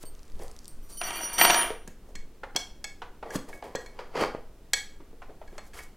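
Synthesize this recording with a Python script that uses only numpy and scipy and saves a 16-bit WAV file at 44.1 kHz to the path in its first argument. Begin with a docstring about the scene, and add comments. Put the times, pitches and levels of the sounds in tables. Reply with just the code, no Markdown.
"""A brief rub, a creak and a hollow knock come first: gloved hands pry a tyre off a metal rim on a bench.
Stick-slip friction drives the rubber, glove creases crackle, and the air in the tyre resonates.
Loose steel levers clink, then slide and drop on the board; later a lever strikes the rim. Each impact
excites damped normal modes. The small room hums faintly and reverberates, and slow air pressure
rocks the one close microphone."""
import sys
import numpy as np
from scipy import signal
from scipy.fft import rfft, irfft
from scipy.io import wavfile
from scipy.ndimage import uniform_filter1d

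SR = 44100
rng = np.random.default_rng(int(sys.argv[2]) if len(sys.argv) > 2 else 0)


def unload_audio(sound):
    """Save the sound as a 16-bit wav file, at the path given as the first command line argument."""
    columns = np.transpose(np.atleast_2d(sound))
    # keep every value between -1 and 1, then stretch to whole-number steps
    steps = np.round(np.clip(columns, -1, 1) * 32767)
    wavfile.write(sys.argv[1], SR, steps.astype(np.int16))


N = 262836


def undb(db):
    """Amplitude ratio of a level in decibels."""
    return 10 ** (np.asarray(db, float) / 20)


def unit(x):
    """Normalisation to rms 1."""
    return x / np.sqrt(np.mean(x ** 2))


def add(out, s, sound):
    """Superposition: a sound joins the mix at s seconds."""
    i = int(s * SR)
    out[i:i + len(sound)] += sound[:N - i]


def curve(points):
    """Smoothed envelope through (t/s, level/dB) points, silent outside their span."""
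    s, db = np.transpose(points)
    return uniform_filter1d(undb(np.interp(np.arange(N) / SR, s, db, -200, -200)), size=200)


def band(x, hz, width_hz):
    """Second-order resonance with unit gain at its centre."""
    q = max(hz / width_hz, .3)
    return signal.lfilter(*signal.iirpeak(min(hz, .45 * SR), q, SR), x)


def steep(x, hz, width_hz):
    """Two equal resonances in cascade: the slopes double."""
    return band(band(x, hz, width_hz), hz, width_hz)


def body(x, peaks):
    """Forced response of a body: a sum of resonances, neighbours in opposite phase."""
    return sum((-1) ** k * undb(db) * band(x, hz, width) for k, (hz, width, db) in enumerate(peaks))


def burst(t60, hz, width_hz, rise_s=0.00085):
    """Transient of band noise: linear rise, exponential decay."""
    t = np.arange(SR // 5) / SR
    noise = unit(steep(rng.standard_normal(len(t)), hz, width_hz))
    return noise * 1000. 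** (-t / t60) * np.minimum(t / rise_s, 1)


def stick_slip(rough_db, smear_s):
    """Stick-slip friction: noise in which a few slips are far stronger than the rest."""
    size = undb(rough_db * rng.exponential(1, N // 64 + 1)).repeat(64)[:N]
    return unit(rng.standard_normal(N) * uniform_filter1d(size, int(smear_s * SR)))


def ring(modes, blows, contact_s, scatter_db, rough):
    """Modal response to blows, each partly in step with the mode and partly (share: rough) chatter."""
    t = np.arange(int(contact_s * SR)) / SR
    fade = 1000. ** (-t / contact_s)
    out = np.zeros(N)
    for hz, db, t60, group in modes:
        force = np.zeros(N)
        for s, *blow_db in blows:
            spot, phase = rng.standard_normal(2)  # where a blow lands decides how much a mode gets
            in_step = 2 * np.cos(2 * np.pi * (hz * t + phase)) / np.sum(fade)
            chatter = rng.standard_normal(len(t)) / np.sqrt(np.sum(fade ** 2))
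            contact = np.sqrt(1 - rough) * in_step + np.sqrt(rough) * chatter
            add(force, s, undb(db + blow_db[group] + scatter_db * spot) * fade * contact)
        pole = np.exp(2j * np.pi * hz / SR - np.log(1000) / (t60 * SR))
        out += signal.lfilter([1], [1, -pole], force).imag
    return out


def air():
    """Ambient noise: steady room tone and an infrasonic sway of pressure."""
    # spectrum of the room tone: f/Hz, relative density/dB
    spectrum = [(30, -10), (55, 4), (90, -7.5), (200, -7.5), (400, -9), (800, -20), (2000, -27),
                (4000, -31.5), (8000, -35), (16300, -38)]
    # air pressure on the microphone: t/s, level/dB
    sway_levels = [(0.0, -44), (0.13, -39), (0.25, -48), (0.36, -25.5), (0.61, -48), (0.76, -33.5),
                   (0.86, -42.5), (0.93, -41), (0.96, -45), (2.02, -43.5), (2.19, -34.5), (2.31, -44),
                   (5.94, -46), (5.96, -52)]
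    bin_hz = np.arange(N // 2 + 1) * SR / N + 1
    hz, db = np.transpose(spectrum)
    shape = undb(np.interp(np.log(bin_hz), np.log(hz), db))
    tone = irfft(rfft(rng.standard_normal(N)) * shape, N)
    sway = unit(steep(rng.standard_normal(N), hz=10, width_hz=15.1))
    return undb(-56) * unit(tone) + curve(sway_levels) * sway


def rubbing():
    """Friction shakes the tyre carcass, rasps along the bead and hisses on the gloves."""
    # strokes: peak t/s, 20 dB rise/s, 20 dB fall/s, carcass level/dB, rasp level/dB, hiss level/dB
    strokes = [(0.035, 0.04, 0.0075, -61, -55, -49.5), (0.421, 0.043, 0.087, -44, -54, -55),
               (0.902, 0.024, 0.15, -59.5, -59.5, -52.5), (1.878, .005, 0.03, -51, -58, -53.5),
               (2.102, 0.09, .04, -53, -71, -67), (3.26, .02, 0.12, -40, -52.5, -77),
               (3.356, 0.041, 0.023, -30.5, -37, -40.5), (3.49, 0.013, 0.036, -41, -50, -52),
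               (3.544, 0.028, 0.077, -47.5, -60, -57), (3.641, 0.0069, 0.14, -41.5, -50, -61),
               (3.802, 0.021, 0.3, -52.5, -59, -66), (4.002, 0.032, 0.077, -44.5, -47.5, -79),
               (4.157, 0.014, 0.12, -31.5, -36.5, -82), (4.215, 0.05, 0.06, -25.5, -27.5, -46.5),
               (5.308, .04, 0.05, -52, -76, -88), (5.57, 0.21, 0.044, -55.5, -64, -68),
               (5.678, 0.054, 0.02, -57, -82, -59.5), (5.742, 0.0073, 0.13, -54, -50, -53),
               (5.789, 0.037, 0.027, -50.5, -47, -51.5), (5.836, 0.019, 0.02, -72, -74, -53)]
    # tyre resonances: f/Hz, width/Hz, gain/dB
    tyre_modes = [(164, 41, -11), (408, 110, -0.5), (710, 270, -5.5), (890, 340, -9.5), (1226, 383, 0.5),
                  (1692, 660, 0), (2035, 1080, -3), (3234, 140, -7), (4530, 710, -13)]
    t = np.arange(N) / SR
    gains = undb([-80, -69, -70.5])[:, None] * ((t > 0.12) & (t < 0.88))  # the hands fidget
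    for s, rise_s, fall_s, *db in strokes:
        from_peak = np.where(t < s, (s - t) / rise_s, (t - s) / fall_s)
        gains += undb(db)[:, None] * undb(-20 * from_peak)
    low_modes = [mode for mode in tyre_modes if mode[0] < 800]
    high_modes = [mode for mode in tyre_modes if mode[0] >= 800]
    slips = stick_slip(rough_db=2.28, smear_s=0.004)
    carcass = body(slips, low_modes)
    rasp = band(body(slips, high_modes), 1460, 6000)
    hiss = steep(stick_slip(rough_db=2, smear_s=.003), 7100, 10200)
    return sum(unit(layer) * gain for layer, gain in zip([carcass, rasp, hiss], gains))


def bead_creaks():
    """Heavy damping keeps a creak of rubber dull: the bead rasps, the tyre thuds and a scuff trails."""
    # creaks: t/s, thud level/dB, rasp level/dB, thud f/Hz, thud width/Hz
    creaks = [(0.036, -43, -31, 497, 447), (0.396, -41, -41, 383, 337), (1.703, -26, -14.5, 492, 150),
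              (1.875, -40, -28, 220, 198), (2.152, -44.5, -29, 181, 160.4), (2.433, -29.5, -46, 767, 887),
              (2.549, -43, -25, 800, 900), (2.559, -28.5, -14.5, 610, 600), (2.841, -39.5, -55, 670, 606),
              (3.018, -30, -26, 780, 970), (3.226, -31, -39, 720, 710), (3.356, -27, -21.5, 207, 186),
              (3.483, -48, -39, 385, 350), (3.624, -33.5, -24.5, 607, 526), (3.75, -28.5, -19, 313, 365),
              (3.99, -31, -20.5, 750, 746), (4.35, -37, -33, 524, 397), (4.733, -36, -13.5, 665, 595),
              (5.002, -38, -47, 316, 309), (5.128, -46.5, -68, 332, 318), (5.219, -36.5, -33.5, 807, 760),
              (5.295, -43.5, -52.5, 383, 348), (5.414, -40, -44.5, 626, 590), (5.527, -44, -44, 382, 344),
              (5.58, -35.5, -24, 780, 760)]
    out = np.zeros(N)
    for s, thud_db, rasp_db, hz, width_hz in creaks:
        scuff_db = min(thud_db, rasp_db + 2.5) - 15.5
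        add(out, s, undb(thud_db) * burst(0.075, hz, width_hz, rise_s=0.0019))
        add(out, s, undb(rasp_db) * burst(0.008, 1240, 2000, rise_s=.003))
        add(out, s, undb(scuff_db) * burst(0.17, 1570, 1700, rise_s=.012))
    return out


def tyre_knocks():
    """Cavity resonance: the air in the tyre swings a few times and dies away."""
    # hollow knocks: t/s, initial level/dB, f/Hz
    knocks = [(0.038, -32, 315), (0.398, -30.5, 395), (1.706, -22, 490), (2.556, -25, 330),
              (3.356, -22, 200), (3.752, -15, 473), (4.154, -36, 400), (4.182, -41, 400),
              (4.221, -15.5, 407), (4.256, -44, 423), (4.285, -44, 447), (4.349, -17, 510),
              (5.295, -36, 386), (5.526, -42, 386)]
    t60_cycles = 5.7
    out, t = np.zeros(N), np.arange(SR // 10) / SR
    for s, db, hz in knocks:
        add(out, s, undb(db - 60 * t * hz / t60_cycles) * np.sin(2 * np.pi * hz * t))
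    return out


def lever_clinks():
    """Free vibration of steel bars: four loose levers rattle and ring at each touch."""
    # lever modes: f/Hz, level/dB, t60/s, lever index
    lever_modes = [(4517, -1, .1, 0), (8615, 0, .11, 0), (13490, -2, .1, 0), (5803, 0, .24, 1),
                   (9615, -1, .32, 1), (3050, -4, .1, 2), (4506, -5, .2, 2), (8768, 0, .13, 2),
                   (12090, -1, .16, 2), (5916, 0, .12, 3), (9815, 0, .15, 3), (13800, -10, .08, 3)]
    # touches: t/s, then drive level/dB for each of the four levers
    touches = [(0.052, -41, -75, -54, -72), (0.679, -49.5, -66, -62, -70), (0.821, -65, -64, -60, -66),
               (0.8896, -50, -52.5, -58, -57.5), (0.9178, -48.5, -51.5, -54, -48),
               (0.9704, -40.5, -36.5, -43, -44), (1.0333, -36.5, -28.5, -46.5, -34.5),
               (1.0663, -32, -41.5, -44, -47), (1.1246, -36.5, -37, -46.5, -41),
               (1.1542, -30, -36.5, -47.5, -37), (1.211, -43.5, -32, -39.5, -39),
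               (1.229, -41, -40, -40.5, -44), (1.2888, -41, -44.5, -54, -37.5),
               (1.3282, -31.5, -33, -41.5, -38), (1.3826, -22, -22.5, -23, -30.5),
               (1.4114, -27, -26.5, -17.5, -38), (1.4512, -28.5, -24.5, -24.5, -34),
               (1.5022, -33, -22, -32, -39), (1.5546, -53, -25, -28.5, -40), (1.6142, -46, -35.5, -35, -52)]
    return ring(lever_modes, touches, contact_s=.12, scatter_db=1.5, rough=.3)


def glove_crackle():
    """A short pulse has a broad spectrum: each crease of a glove gives one tick."""
    # creases: t/s, level/dB, centre f/Hz
    creases = [(0.1508, -41.5, 4450), (0.193, -45, 4800), (0.2313, -38.5, 4870), (0.253, -53, 4760),
               (0.28, -45.5, 4880), (0.2999, -45, 3100), (0.32, -44, 3050), (0.3548, -48, 3150),
               (0.3932, -43, 4280), (0.4346, -34.5, 8360), (0.481, -34.5, 4860), (0.514, -36, 7300),
               (0.5645, -36, 4970), (0.59, -33.5, 6500), (0.6331, -45, 7760), (0.645, -39, 5500),
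               (0.656, -34, 5640), (0.6803, -28, 8800), (1.877, -32, 7420)]
    out = np.zeros(N)
    for s, db, hz in creases:
        add(out, s, undb(db) * burst(0.0044, hz, 5700, rise_s=0.00037))
    return out


def levers_on_bench():
    """Forced vibration: sliding and dropping levers drive the board; the steel adds grit and cracks."""
    # drops and bounces: t/s, blow level/dB, crack level relative to the blow/dB
    drops = [(1.014, -22.5, -29), (1.105, -22, -25.5), (1.381, -17.5, -17.5), (1.412, -6, -20.5),
             (1.449, -5.5, -25.5), (1.498, -10, -17), (1.505, -9.5, -22), (1.544, -9.5, -24),
             (1.555, -21.5, -13.5), (1.613, -20.5, -45)]
    # sliding: t/s, level/dB
    slide_levels = [(1.0, -66.5), (1.016, -39.5), (1.104, -40), (1.368, -44.5), (1.39, -28.5), (1.45, -25),
                    (1.626, -32.5), (1.674, -38), (1.8, -76)]
    # board resonances: f/Hz, width/Hz, gain/dB
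    board_modes = [(178, 58, -7.5), (337, 65, 1), (710.5, 83, 4), (939, 33, 7), (1285, 160, -6.5),
                   (1715, 34, -0.5), (1863, 44, -3.5), (2420, 83, -1), (2733, 70, 0.5), (3142, 270, -1.5),
                   (3870, 18, -16.5)]
    blows, cracks = np.zeros(N), np.zeros(N)
    for s, db, crack_db in drops:
        add(blows, s, undb(db) * burst(0.017, 1600, 5000))
        add(cracks, s, undb(db + crack_db) * burst(0.0091, 7000, 7000))
    chatter = stick_slip(rough_db=2.0, smear_s=0.0022)
    board = unit(body(chatter, board_modes)) + undb(-3.5) * unit(steep(chatter, 1500, 1700))
    grit = undb(-11) * unit(steep(chatter, 5500, 4900))
    sliding = curve(slide_levels) * (board + grit)
    return sliding + undb(7) * body(blows, board_modes) + undb(-4) * blows + cracks


def rim_strikes():
    """Mode splitting: tyre and bolts make the struck rim ring in uneven pairs, under a crack of steel."""
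    # rim modes: f/Hz, level/dB, t60/s, group (0 lowest two, 1 next two, 2 upper modes)
    rim_modes = [(1657, 8, 0.046, 0), (1892, -3, 0.097, 0), (2220, 4, 0.094, 1), (2610, -8, 0.08, 1),
                 (3267, 5, 0.036, 2), (3470, -6.5, 0.12, 2), (4260, 5.5, 0.055, 2), (4374, -10, 0.095, 2),
                 (4830, -16.5, 0.053, 2), (5160, -18, 0.05, 2), (5820, -2, 0.044, 2), (6130, -1, 0.047, 2),
                 (6500, 2, 0.02, 2), (6840, 3, 0.032, 2), (7960, -10, 0.058, 2), (7860, -1, 0.058, 2),
                 (9030, -19, 0.043, 2), (9900, -11, 0.031, 2), (13500, -31, 0.039, 2), (13900, -29, .05, 2)]
    # lever blows: t/s, then drive level/dB for each of the three groups
    strikes = [(1.8799, -60, -75, -75), (2.154, -48, -46, -48.5), (2.562, -39.5, -41, -29),
               (2.8419, -44.5, -40, -40), (3.305, -43, -51, -54.5), (3.3568, -63, -63, -44),
               (3.529, -51.5, -48, -81), (3.7541, -33, -58, -43), (3.861, -51, -54, -59),
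               (4.7336, -30, -29.5, -26), (5.476, -61, -67, -68), (5.5802, -45, -50, -52),
               (5.7334, -57, -55, -63), (5.788, -44.5, -47.5, -70)]
    split, twin_db = .022, -4
    twins = [(hz * (1 + split * (-1) ** k), db + twin_db, t60, group)
             for k, (hz, db, t60, group) in enumerate(rim_modes)]
    out = ring(rim_modes + twins, strikes, contact_s=0.02, scatter_db=1.9, rough=0.38)
    for s, _, middle_db, upper_db in strikes:
        crack = burst(0.025, 5760, 3500) + burst(0.013, 6400, 8900)
        add(out, s, undb(upper_db + 9) * crack)
        add(out, s, undb(middle_db + 1) * burst(0.044, 1990, 1330))
    return out


def room(x):
    """Reverberation: a diffuse tail builds up, then decays, the treble sooner."""
    low_t60_s, treble_t60_s, build_s = 0.39, 0.28, 0.031
    t = np.arange(int(.8 * SR)) / SR
    noise = rng.standard_normal(len(t))
    low = signal.lfilter(*signal.butter(1, 4000, fs=SR), noise)
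    tail = low * 1000. ** (-t / low_t60_s) + (noise - low) * 1000. ** (-t / treble_t60_s)
    tail *= np.minimum(t / build_s, 1)
    tail /= np.sqrt(np.sum(tail ** 2))
    return x + undb(-10) * signal.fftconvolve(x, tail)[:N]


def scene():
    """Superposition of all sources; a faint delayed copy and hiss enter the channels in opposite phase."""
    steel = lever_clinks() + levers_on_bench() + rim_strikes()
    rubber = bead_creaks() + tyre_knocks() + rubbing()
    mono = room(steel + rubber + glove_crackle()) + air()
    side = undb(-49.0) * np.roll(mono, 40) + undb(-72) * rng.standard_normal(N)
    return mono + side * np.array([[1], [-1]])


def record(dry):
    """Band limiting: a steep low-pass cuts the treble above 16 kHz."""
    return signal.sosfilt(signal.ellip(10, .2, 95, 16000, fs=SR, output="sos"), dry)


dry = scene()
out = record(dry)
unload_audio(out)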